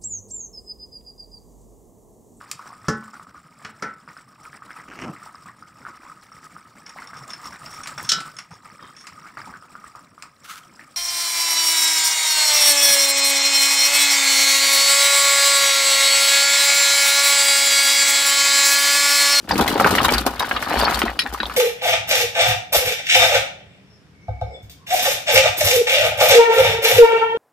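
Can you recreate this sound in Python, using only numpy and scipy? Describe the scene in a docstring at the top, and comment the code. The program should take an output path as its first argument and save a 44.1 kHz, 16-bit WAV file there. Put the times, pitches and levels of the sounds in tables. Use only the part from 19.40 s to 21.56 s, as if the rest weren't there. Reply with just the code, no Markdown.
"""Heavy sea snail shells slide out of a tipped plastic basin onto a concrete yard, close to two microphones.
Each blow excites decaying modes through a burst of contacts: hollow bodies knock, thin lips clink, thick
shells rap and the basin wall thumps. A dense rattle of random taps runs between the blows and thins out.
Crust cracks as bursts of filtered noise, and the basin booms as a slowly swelling and dying sine.
Short yard echoes and a quiet outdoor noise lie beneath."""
import sys
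import numpy as np
from scipy import signal
from scipy.fft import rfft, irfft
from scipy.io import wavfile

SR = 44100
rng = np.random.default_rng(int(sys.argv[2]) if len(sys.argv) > 2 else 0)


def output_pcm(signal):
    """Save a mono or channel-first signal as 16-bit PCM at the path in sys.argv[1].

    Samples are clipped to [-1, 1] before scaling.
    """
    pcm = np.clip(np.atleast_2d(signal).T, -1, 1) * 32767
    wavfile.write(sys.argv[1], SR, np.round(pcm).astype(np.int16))


def invert_db(level):
    """Linear amplitude ratio for a level in decibels (20 dB per decade), elementwise."""
    return 10 ** (np.asarray(level, dtype=float) / 20)


N = 95388  # length of the scene in samples

# Spectrum of the outdoor background: (frequency [Hz], level [dB])
AIR_SPECTRUM = [(30, 7.5), (300, -12), (2500, -50), (5000, -14), (16000, -37)]
# Spectrum of crust and sand noise: (frequency [Hz], level [dB])
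GRIT_SPECTRUM = [(2940, -1), (5000, 0), (6440, -4.5), (11700, -5), (15100, -5), (16000, -42)]
# Rattle between the blows: (time [s], level of shell bodies [dB], level of basin [dB])
RATTLE_LEVELS = [(0.066, -51, -44), (0.097, -26, -22.5), (.5, -24, -24.5), (0.757, -20.5, -26),
                 (.83, -32.5, -34), (.96, -36, -39), (1.02, -31, -36.5), (1.25, -29, -37),
                 (1.4, -20, -30.5), (1.679, -27.5, -36), (1.748, -41, -43), (2.16, -34, -42)]
# Crust cracking at hard contacts: (time [s], level [dB])
CRACKS = [(0.0907, -27), (0.179, -21.5), (0.2101, -17.5), (0.2782, -17), (0.4, -19.5), (0.468, -22),
          (0.508, -18), (0.5515, -18), (0.6455, -16), (0.7812, -17.5), (0.8646, -15), (0.9953, -18.5),
          (1.225, -28), (1.39, -24), (1.591, -21), (1.9371, -25.5)]
# Hollow knocks of shell bodies: (time [s], peak level [dB], pitch [Hz])
KNOCKS = [(0.11, -1.5, 974), (0.196, -4.5, 915), (0.211, -7.5, 890), (0.278, -10.5, 2075),
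          (0.41, -1.5, 876), (0.445, 0, 1510), (0.461, -2, 890), (0.474, -2, 1136), (0.603, -6.5, 875),
          (0.648, -1, 1040), (0.684, -4, 993), (0.874, -6, 860), (1.005, -8, 1005), (1.028, -12, 946),
          (1.045, -16, 1580), (1.163, -12, 1274), (1.226, -11, 1323), (1.327, -14.5, 1584),
          (1.411, -13, 1626), (1.48, -6, 1386), (1.681, -14.5, 1740), (1.858, -18, 913),
          (1.863, -13.5, 1902), (1.946, -14.5, 1090), (2.002, -12, 1585), (2.098, -18, 1328)]
# Clinks of thin shell lips: (time [s], peak level [dB], pitch [Hz])
CLINKS = [(0.113, -13, 4810), (0.2114, -13, 3376), (0.2784, -21, 4020), (0.5092, -22, 4200),
          (0.5836, -7, 2870), (0.6486, -10.5, 3784), (0.6901, -6.5, 2970), (0.7376, -12.5, 4800),
          (0.7816, -12.5, 3814), (0.995, -15, 3810), (1.0221, -21.5, 4830), (1.1653, -13, 3430),
          (1.413, -11.5, 4624), (1.4504, -11, 4430), (1.545, -15, 4390), (2.0021, -16.5, 3940),
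          (2.031, -16.5, 3900), (2.056, -16, 3460)]
# Shells thumping the basin wall: (time [s], peak level [dB], pitch [Hz])
THUMPS = [(0.202, -6, 264), (0.357, -12, 281), (0.448, -5.5, 240), (0.862, -15, 267), (1.637, -9, 234),
          (2.005, -21.5, 220)]
# Dry raps of a thick shell on concrete or on another shell: (time [s], peak level [dB], pitch [Hz])
RAPS = [(0.358, -5.5, 837), (0.399, 1.5, 1300), (0.552, -0.5, 1415), (0.584, 1, 1750), (0.866, -2, 740),
        (1.112, -3, 1623), (1.341, -6, 815), (1.361, -5.5, 920), (1.425, -3.5, 750), (1.434, -0.5, 983),
        (1.618, 0.5, 1274), (2.032, -11, 1000)]
# The whole basin booming: (time [s], level [dB])
BOOMS = [(.73, -18), (0.869, -31.5), (1.12, -33.5), (1.356, -20), (1.53, -25), (1.653, -27), (1.879, -28.5),
         (2.021, -29)]
# One thin shell bouncing on its own: (time [s], peak level [dB])
BOUNCES = [(1.791, -5.5), (1.807, -18.5), (1.819, -17)]
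# Main modes of that thin shell: (frequency [Hz], level [dB], T60 [s])
THIN_SHELL_MODES = [(1905, -10, 0.078), (2391, 0, 0.048), (3954, 0.5, 0.064), (5220, -10, 0.076),
                    (10680, -14, 0.043)]
# Ways of ringing: (lowest mode [ratio to main], highest mode [ratio to main], crowd level [dB], T60 [s])
BODY_MODES = (0.8949, 1.8, -9, 0.0153)
WALL_MODES = (1.13, 2.0, -15, 0.08)
LIP_MODES = (.72, 1.25, -14, .035)
THICK_SHELL_MODES = (.55, 2.6, -5, .012)

# Phase between the microphones: mean lead of the left, and random spread up to 2 kHz
LEAD_RAD, SPREAD_RAD_PER_KHZ = 0.27, 0.97
CONTACTS_PER_S = 1500
KNOCK_S, CLINK_S, THUMP_S, RAP_S = 0.012, 0.0056, 0.0078, 0.0049  # decay constants of the contact bursts
RAP_RING_DB = -7  # body ringing added to the tap of a rap, relative to the dry part
LIPS_DB, GRIT_DB = -10, -8  # relative to the rattling bodies
GRIT_LEFT_DB = -1  # left over right, before the microphones
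CRACK_T60_S, CRACK_TAIL_DB, TAIL_T60_S = 0.03, -0.5, 0.072
BOOM_HZ, BOOM_RISE_S, BOOM_T60_S = 58.6, 0.013, 0.34
RUMBLE_DB = -6.5  # relative to the rattling basin
YARD_DB, YARD_T60_S = -10, 0.053
AIR_DB = -52.5
LEFT_DB = 2.5  # gain of the left microphone over the right


def evened(x):
    """Normalization to unit rms."""
    return x / np.sqrt(np.mean(x ** 2) + 1e-20)


def add(mix, s, sound):
    """Linear superposition of a sound on the mix from time s, in place."""
    part = mix[:, round(s * SR):][:, :sound.shape[1]]
    part += sound[:, :part.shape[1]]


def coloured(points):
    """Spectral shaping: two channels of white noise are weighted by the given spectrum."""
    hz, db = np.transpose(points)
    bins = np.fft.rfftfreq(N, 1 / SR)
    gain = invert_db(np.interp(np.log(bins + 1), np.log(hz), db))
    white = rng.standard_normal((2, N))
    return evened(irfft(rfft(white) * gain, N))


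def air():
    """Partial coherence: mixing two noises crosswise makes the background much alike at both microphones."""
    noise = coloured(AIR_SPECTRUM)
    return evened(noise + 0.79 * noise[::-1])


def ring(kind, main_hz, count=15):
    """Modal superposition: one tap excites a main mode and a crowd of weaker ones, phased per microphone."""
    lowest, highest, crowd_db, t60 = kind
    place = rng.random((count, 1))
    phase_draw, level_draw = rng.standard_normal((2, count, 1))
    main = np.arange(count)[:, None] == 0
    hz = main_hz * np.where(main, 1, lowest * (highest / lowest) ** place)
    t = np.arange(4000) / SR

    spread = np.where(main, phase_draw / 2, phase_draw)  # the main mode strays half as far
    turn = (LEAD_RAD + SPREAD_RAD_PER_KHZ * np.minimum(hz / 1000, 2) * spread) / 2

    octaves_away = abs(np.log2(hz / main_hz))
    mode_db = np.where(main, 0, crowd_db + 2 * level_draw - 5 * octaves_away)
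    level = invert_db(mode_db - 60 * t / t60)
    level = level * (1 - np.exp(-t / 0.00016))  # the contact takes a moment
    return np.array([(level * np.sin(2 * np.pi * hz * t + side * turn)).sum(0) for side in (1, -1)])


def rattle_level(column):
    """Slow amplitude modulation: the tabulated level is interpolated in decibels."""
    rows = np.transpose(RATTLE_LEVELS)
    return invert_db(np.interp(np.arange(N) / SR, rows[0], rows[column]))


def rattle(modes, lo_hz, hi_hz, per_s, count=16):
    """Random impulse excitation: many small taps of unequal strength ring bodies of several sizes."""
    strength = invert_db(4 * np.minimum(rng.exponential(1, N), 3))
    taps = strength * (rng.random(N) < per_s / SR)
    which = rng.integers(0, count, N)
    total = np.zeros((2, N))
    for k, hz in enumerate(np.geomspace(lo_hz, hi_hz, count)):
        own_taps = taps * (which == k)
        total += signal.oaconvolve(ring(modes, hz), own_taps[None], axes=1)[:, :N]
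    return evened(total)


def shell_rattle():
    """Superposed random taps on shell bodies and, more weakly, on their higher-pitched lips."""
    bodies = rattle(BODY_MODES, 703, 1767, 450)
    lips = rattle(LIP_MODES, 2830, 4760, 500)
    return (bodies + invert_db(LIPS_DB) * lips) * rattle_level(column=1)


def basin_rattle():
    """Random taps excite the longer-ringing modes of the basin wall."""
    return rattle(WALL_MODES, 185.0, 324.7, 200) * rattle_level(column=2)


def basin_rumble():
    """Low wall modes under random taps: sliding shells keep the basin rumbling, equal at both microphones."""
    rumble = rattle(WALL_MODES, 54, 99, 200).mean(0)
    return invert_db(RUMBLE_DB) * rumble * rattle_level(column=2)


def yard(x):
    """Reflection: sparse decaying echoes from ground, basin and nearby walls differ at each microphone."""
    t = np.arange(SR // 4) / SR
    signs = rng.choice([-1., 1.], (2, len(t)))
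    present = rng.random((2, len(t))) < .04
    echoes = signs * present * invert_db(-60 * t / YARD_T60_S) * (t > .002)
    echoes = echoes / np.linalg.norm(echoes, axis=1)[:, None]
    wet = signal.fftconvolve(x, echoes, axes=1)[:, :N]
    return signal.lfilter(*signal.butter(1, 500, "high", fs=SR), wet)


def grit():
    """Modulated noise: crust and sand hiss in bursts at the cracks and crackle randomly under the sliding."""
    t = np.arange(6000) / SR
    bursts = np.zeros((1, N))
    for s, db in CRACKS:
        snap = invert_db(db - 60 * t / CRACK_T60_S)
        tail = invert_db(db + CRACK_TAIL_DB - 60 * t / TAIL_T60_S)
        add(bursts, s, (snap + tail)[None] / 2)

    ticks = invert_db(6.3 * np.minimum(rng.exponential(1, N), 3)) * (rng.random(N) < 300 / SR)
    crackle = evened(0.55 + signal.oaconvolve(ticks, invert_db(-60 * t / CRACK_T60_S))[:N])
    crackle = crackle * invert_db(GRIT_DB) * rattle_level(column=1)

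    lean = invert_db(np.array([[GRIT_LEFT_DB / 2], [-GRIT_LEFT_DB / 2]]))
    return lean * coloured(GRIT_SPECTRUM) * (bursts + crackle)


def blow(tap, db, length):
    """Repeated contact: a knobbly surface touches several times, weaker on average, convolved with one tap."""
    t = np.arange(2000) / SR
    touches = rng.random(2000) < CONTACTS_PER_S / SR
    strength = rng.standard_normal(2000)
    push = touches * strength * 0.42 * np.exp(-t / length)
    push[0] = 1
    sound = signal.fftconvolve(tap, push[None], axes=1)
    return invert_db(db) * sound / abs(sound.mean(0)).max()  # peak set on the mean of the channels


def knocks():
    """Modal ringing of hollow shell bodies under a contact burst."""
    out = np.zeros((2, N))
    for s, db, hz in KNOCKS:
        add(out, s, blow(ring(BODY_MODES, hz), db, KNOCK_S))
    return out


def clinks():
    """Modal ringing of thin shell lips at high pitch under a shorter contact burst."""
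    out = np.zeros((2, N))
    for s, db, hz in CLINKS:
        add(out, s, blow(ring(LIP_MODES, hz), db, CLINK_S))
    return out


def thumps():
    """Modal ringing of the basin wall at low pitch, struck by shells."""
    out = np.zeros((2, N))
    for s, db, hz in THUMPS:
        add(out, s, blow(ring(WALL_MODES, hz), db, THUMP_S))
    return out


def raps():
    """Strong damping: widely spread, fast-dying modes of a thick shell, with some body ringing added."""
    out = np.zeros((2, N))
    for s, db, hz in RAPS:
        tap = ring(THICK_SHELL_MODES, hz) + invert_db(RAP_RING_DB) * ring(BODY_MODES, hz)
        add(out, s, blow(tap, db, RAP_S))
    return out


def booms():
    """Resonance build-up and decay: the lowest mode of the basin swells and dies slowly."""
    out = np.zeros((2, N))
    t = np.arange(SR // 2) / SR
    for s, db in BOOMS:
        swell = (1 - np.exp(-t / BOOM_RISE_S)) ** 2 * invert_db(db - 60 * t / BOOM_T60_S)
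        add(out, s, np.ones((2, 1)) * swell * np.sin(2 * np.pi * BOOM_HZ * t) * 2)
    return out


def bounces():
    """Modal superposition with separate decay times: one thin shell rings at each of its bounces."""
    out = np.zeros((2, N))
    for s, db in BOUNCES:
        tap = np.zeros((2, 4000))
        for hz, mode_db, t60 in THIN_SHELL_MODES:
            tap += invert_db(mode_db) * ring((*LIP_MODES[:-1], t60), hz)
        add(out, s, blow(tap, db, RAP_S))
    return out


def scene():
    """Superposition of the direct sound, its yard echoes, the basin's bass and the background."""
    blows = knocks() + clinks() + thumps() + raps() + bounces()
    shells = shell_rattle() + basin_rattle() + grit() + blows
    no_bass = signal.butter(3, 160, "high", fs=SR, output="sos")  # shells, wall thumps, rattle and grit carry no bass below 160 Hz
    shells = signal.sosfilt(no_bass, shells)
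    basin = basin_rumble() + booms()
    return shells + invert_db(YARD_DB) * yard(shells) + basin + invert_db(AIR_DB) * air()


def low_pass(x):
    """Removes everything above the highest recorded frequency."""
    return signal.sosfilt(signal.butter(12, 16970, fs=SR, output="sos"), x)


def record(dry):
    """Transduction: the microphones lose the deepest bass, the left is a little nearer, loud peaks round off."""
    picked_up = signal.lfilter(*signal.butter(2, 42, "high", fs=SR), dry)
    nearness = invert_db(np.array([[LEFT_DB / 2], [-LEFT_DB / 2]]))
    rounded = np.tanh(picked_up * nearness)
    band_limit = signal.firwin(255, 16600, window=("kaiser", 8), fs=SR)
    mix = signal.oaconvolve(rounded, band_limit[None], "same", axes=1)
    return low_pass(mix)


dry = scene()
out = record(dry)
output_pcm(out)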